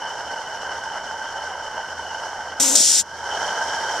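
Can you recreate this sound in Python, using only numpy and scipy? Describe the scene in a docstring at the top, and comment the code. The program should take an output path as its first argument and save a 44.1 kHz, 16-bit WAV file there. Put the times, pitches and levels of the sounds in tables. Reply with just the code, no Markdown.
"""Small steam locomotive in a garden

A gas-fired engine stands outdoors before a stereo microphone, a hum far off. Its flame roars
through the flue over a hiss of gas. The safety valve lifts, buzzes on its seat, pops wide open
with a spatter of water and shuts again. The fire sinks during the blast and comes back louder."""
import sys
import numpy as np
from scipy import signal
from scipy.fft import rfft, irfft
from scipy.io import wavfile

SR = 44100
rng = np.random.default_rng(int(sys.argv[2]) if len(sys.argv) > 2 else 0)


def bounce(signal):
    """Save signal as a 16-bit WAV file at the path given by the first command-line argument."""
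    frames = np.transpose(np.atleast_2d(signal))
    limited = np.clip(frames, -1, 1)
    pcm = np.round(limited * 32767).astype(np.int16)
    wavfile.write(sys.argv[1], SR, pcm)


N = 176400
T = np.arange(N) / SR
HZ = np.fft.rfftfreq(N, 1 / SR)
LIFT_S, POP_S, SHUT_S = 2.5985, 2.7528, 3.004  # the valve lifts, pops wide open, starts to shut

# Likeness of the microphone's two sides: (frequency [Hz], for steam [0-1], for gas [0-1])
MIC_COHERENCE = [(1000, 1, 0.32), (3900, 1, 0.14), (4900, 0.86, 0.52), (6440, .9, 0.7), (7500, 1, .4),
                 (9400, 0.74, 0.66), (10800, .35, 0.47), (14000, .3, .1)]
# Phase lead of the left side: (frequency [Hz], for steam [rad], for gas [rad])
MIC_LEAD = [(1940, -0.5, -1), (3700, 0, -1.5), (5600, 0, 0.2), (6670, 1.5, 1.4), (7750, 0.5, -1.5),
            (9200, -1.5, -2.5), (11000, -0.5, -8.5)]
STEAM, GAS_JET = 0, 1  # which of the two value columns a jet uses


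def amp(db):
    """Decibels to gain."""
    return 10 ** (np.asarray(db) / 20)


def unit(x):
    """Scales to an rms of 1."""
    return x / np.sqrt(np.mean(x ** 2) + 1e-20)


def panned(balance_db):
    """Left and right gains; a positive balance leans left."""
    return amp(np.array([[.5], [-.5]]) * balance_db)


def spectrum(table):
    """The columns of a table, read along log frequency."""
    hz, *columns = np.transpose(table)
    return np.array([np.interp(np.log(HZ + 1), np.log(hz + 1), c) for c in columns])


def curve(table):
    """The columns of a table, read along time."""
    times, *columns = np.transpose(table)
    return np.array([np.interp(T, times, c) for c in columns])


def white():
    """Spectrum of white noise."""
    return rfft(rng.standard_normal(N))


def coloured(table):
    """Noise with the given spectral shape, at an rms of 1."""
    return unit(irfft(white() * amp(spectrum(table)[0]), N))


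def wander(slow_hz, fast_hz):
    """Random movement between two rates, at an rms of 1."""
    return unit(irfft(white() * HZ / np.hypot(HZ, slow_hz) / (1 + (HZ / fast_hz) ** 2), N))


def swell(peak_s, width_s):
    """A bell curve in time that peaks at 1."""
    return np.exp(-.5 * ((T - peak_s) / width_s) ** 2)


def opened(start_s, attack_s=0.0012):
    """Rises quickly from 0 to 1 at the given moment."""
    return np.clip((T - start_s) / attack_s, 0, 1)


def resonate(x, hz, width_hz):
    """A steep resonance that follows a pitch curve."""
    carrier = np.exp(2j * np.pi * np.cumsum(hz * np.ones(N)) / SR)
    pole = np.exp(-np.pi * width_hz / SR)
    return unit((carrier * signal.lfilter([1], np.poly([pole, pole]), x / carrier)).real)


def hiss(table, jet, low_cut_hz):
    """Jet noise at the microphone: partly alike on the two sides, and shifted in phase."""
    coherence, lead = spectrum(MIC_COHERENCE)[jet], spectrum(MIC_LEAD)[jet]
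    left = white()
    right = (coherence * left + np.sqrt(1 - coherence ** 2) * white()) * np.exp(-1j * lead)
    low_cut = 1 / np.sqrt(1 + (low_cut_hz / (HZ + 1)) ** 10)
    return unit(irfft(np.array([left, right]) * amp(spectrum(table)) * low_cut, N))


def burner():
    """The fluttering flame roars and rings the flue; the gas jet hisses above it."""
    # Rise and fall of the fire: (time [s], roar gain [dB], gas gain [dB], flue pitch [ratio])
    fire = [(0, 0, 2.5, 1.003), (.7, -0.14, 2.5, 1), (1.3, 0, 1.8, 1.01), (1.9, -1, 1, 1), (2.2, 0, 3.5, 1),
            (2.52, -0.5, 0, 1.007), (2.75, -3.5, -3, 0.99), (2.85, -11.5, -9, 0.965),
            (3.06, -8, -3.5, 1.01), (3.16, -3.5, 0.5, 1.02), (3.35, 6.5, 9, 1.017), (3.7, 5.5, 10, 1.024),
            (4, 6, 10, 1.018)]
    # Brief flares of the flame: (time [s], boost [dB])
    flares = [(.05, 3), (.22, 1.5), (.33, 2), (.71, 4.5), (0.962, 3.5), (1.41, 1.5), (1.52, 2.5),
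              (1.77, 2.5), (2.02, 0.5), (2.221, 1)]
    # Broad roar of the flame: (frequency [Hz], relative level [dB])
    roar_shape = [(30, -35), (150, -22), (320, -16.5), (450, -8), (600, -2.5), (800, -1), (950, -2.5),
                  (1170, -9), (1400, -4), (1700, -10), (2050, -13.5), (2500, -28), (3500, -73), (6000, -64)]
    # Flue resonances: (frequency [Hz], width [Hz], base level [dB], left minus right [dB])
    flue_modes = [(888.3, 121, -36, -2.4), (1533, 117, -36, -0.5), (3006, 194, -42, 1), (4410, 140, -58, 2),
                  (5356, 290, -53.5, -1), (9240, 260, -70, 5)]
    # Hiss of the gas jet: (frequency [Hz], relative left level [dB], relative right level [dB])
    gas_shape = [(3450, -80, -82), (4100, -88, -81), (4370, -83.5, -77), (4860, -82.5, -82),
                 (5230, -75.5, -70), (6230, -80.5, -71.5), (6720, -79.5, -88), (7500, -80, -90),
                 (8700, -87.5, -99), (9150, -89.5, -100), (10330, -94, -104), (14900, -106, -106)]
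    roar_db, gas_db, flue_pitch = curve(fire)
    surge = wander(slow_hz=6, fast_hz=10)  # moves flame and gas together
    flare_db = sum(db * swell(time, width_s=0.027) for time, db in flares) - 0.96
    flutter_db = 1.07 * wander(slow_hz=17, fast_hz=91.5)
    flame_gain = amp(flare_db + 0.56 * surge + flutter_db)
    roar = amp(-34 + roar_db) * coloured(roar_shape) * panned(balance_db=-1.5)
    for hz, width_hz, db, balance_db in flue_modes:
        turbulence = rng.standard_normal(N)
        drift = 1 + 0.0059 * wander(slow_hz=1.6, fast_hz=14)
        ring = resonate(turbulence, hz * flue_pitch * drift, width_hz)
        waver_db = 1.33 * wander(slow_hz=2.6, fast_hz=12)
        roar += ring * amp(db + roar_db + waver_db) * panned(balance_db)
    gas = hiss(gas_shape, GAS_JET, low_cut_hz=3080)
    flicker_db = 0.8 * wander(slow_hz=17, fast_hz=250)
    return roar * flame_gain + gas * amp(-44.5 + gas_db + 1.05 * surge + flicker_db)


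def garden():
    """Faint outdoor rumble, a distant wavering hum and a light breeze on the microphone."""
    # Background of the garden: (frequency [Hz], relative level [dB])
    rumble_shape = [(20, -4), (45, -13), (65, -5.5), (120, -0.5), (250, -2.5), (600, -10.5), (3000, -34)]
    # Air moving at each side of the microphone: (frequency [Hz], relative level [dB])
    breeze_shape = [(20, -1), (50, -3), (120, -6), (300, -13), (700, -10), (1500, -22), (4000, -32)]
    hum_hz = 81.6
    cycles = np.cumsum(hum_hz * (1 + 0.017 * wander(slow_hz=1, fast_hz=6))) / SR
    hum_tone = amp(-60.5) * unit(np.sin(2 * np.pi * cycles))
    hum_noise = amp(-60) * resonate(rng.standard_normal(N), hum_hz, width_hz=11.4)
    breeze = amp(-62) * np.array([coloured(breeze_shape), coloured(breeze_shape)])
    rumble = amp(-55.5) * coloured(rumble_shape)
    return (hum_tone + hum_noise + rumble + breeze) * panned(balance_db=-2.0)


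def valve_chatter():
    """The valve bounces on its seat and chops the first steam into buzzing puffs."""
    # Bouncing of the valve: (time [s], rate [Hz])
    bounce_rate = [(2.6, 249.7), (2.625, 281.7), (2.69, 262.5), (2.72, 268.6), (2.75, 295)]
    # Tone of the bouncing: (harmonic [number], level [dB])
    harmonics = [(1, -34), (2, -38.5), (3, -46.5)]
    # Barely open valve: (frequency [Hz], relative left level [dB], relative right level [dB])
    steam_shape = [(1090, -72, -72.5), (2270, -70.5, -69), (3260, -64, -64.5), (4780, -63, -61),
                   (6050, -56, -47.5), (6400, -54.5, -54), (7300, -46, -59), (8000, -51.5, -65),
                   (9300, -55.5, -73), (10800, -66, -75), (14000, -67, -95)]
    jitter, chop_depth, sag_db_per_s = 0.1, 0.41, 34
    bounce_hz = curve(bounce_rate)[0] * (1 + jitter * wander(slow_hz=40, fast_hz=198))
    phase = 2 * np.pi * np.cumsum(bounce_hz) / SR
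    puffs = unit(1 + chop_depth * np.cos(phase))
    steam_db = -13.5 - sag_db_per_s * np.maximum(T - LIFT_S, 0)
    steam = hiss(steam_shape, STEAM, low_cut_hz=420) * puffs * amp(steam_db)
    buzz = sum(amp(db) * unit(np.sin(k * phase)) for k, db in harmonics)
    return (steam + buzz) * opened(LIFT_S) * (1 - opened(POP_S))


def water_sputter():
    """Water spatters out with the steam as the valve opens."""
    # Low sputter of the water: (frequency [Hz], relative level [dB])
    sputter_shape = [(60, -29), (150, -18), (210, 0), (400, -3.5), (580, 4), (900, -12), (2000, -25)]
    water = coloured(sputter_shape) * swell(peak_s=2.77, width_s=0.042)
    return water * amp(-32.5 + 2.8 * wander(slow_hz=16, fast_hz=100))


def valve_blast():
    """The valve pops open with a surge, blows a slowly fading jet and drops back on its seat."""
    # Wide open valve: (frequency [Hz], relative left level [dB], relative right level [dB])
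    steam_shape = [(200, -76.5, -75), (550, -71.5, -70.5), (1100, -84, -80), (1750, -70, -70.5),
                   (2438, -71, -71), (2850, -66, -66), (3270, -61.5, -62), (4560, -58, -57),
                   (5220, -57.5, -51), (5850, -54, -46.5), (6400, -56, -54.5), (6880, -45, -58),
                   (7960, -50.5, -63.5), (9300, -52.5, -68), (10000, -60.5, -74), (11000, -69, -85),
                   (14000, -69, -92)]
    sag_db_per_s, pop_length_s, closing_s = 10, 0.011, 0.037
    age = np.maximum(T - POP_S, 0)
    pop_db = 4 / (1 + (age / pop_length_s) ** 10)
    rough_db = wander(slow_hz=60, fast_hz=350)
    steam_db = -13 - sag_db_per_s * age + pop_db + rough_db
    gap = opened(POP_S) * np.clip(1 - (T - SHUT_S) / closing_s, 0, 1) ** 2.8
    return hiss(steam_shape, STEAM, low_cut_hz=180) * amp(steam_db) * gap


def valve_thump(hz=185, decay_s=0.0072):
    """The valve lands softly on its seat as the steam is cut off."""
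    age = np.maximum(T - SHUT_S, 0)
    return amp(-38) * np.sin(2 * np.pi * hz * age) * np.exp(-age / decay_s)


def scene():
    """Burner, safety valve and garden as they reach the microphone."""
    return burner() + valve_chatter() + valve_blast() + valve_thump() + water_sputter() + garden()


def record(dry, clip_level=0.86, cutoff_hz=14300):
    """The loudest peaks clip, then a steep low-pass takes off the highest treble."""
    clipped = np.clip(dry, -clip_level, clip_level)
    low_pass = signal.firwin(511, cutoff_hz, window=("kaiser", 9), fs=SR)
    return signal.oaconvolve(clipped, low_pass[None], "same")


dry = scene()
out = record(dry)
bounce(out)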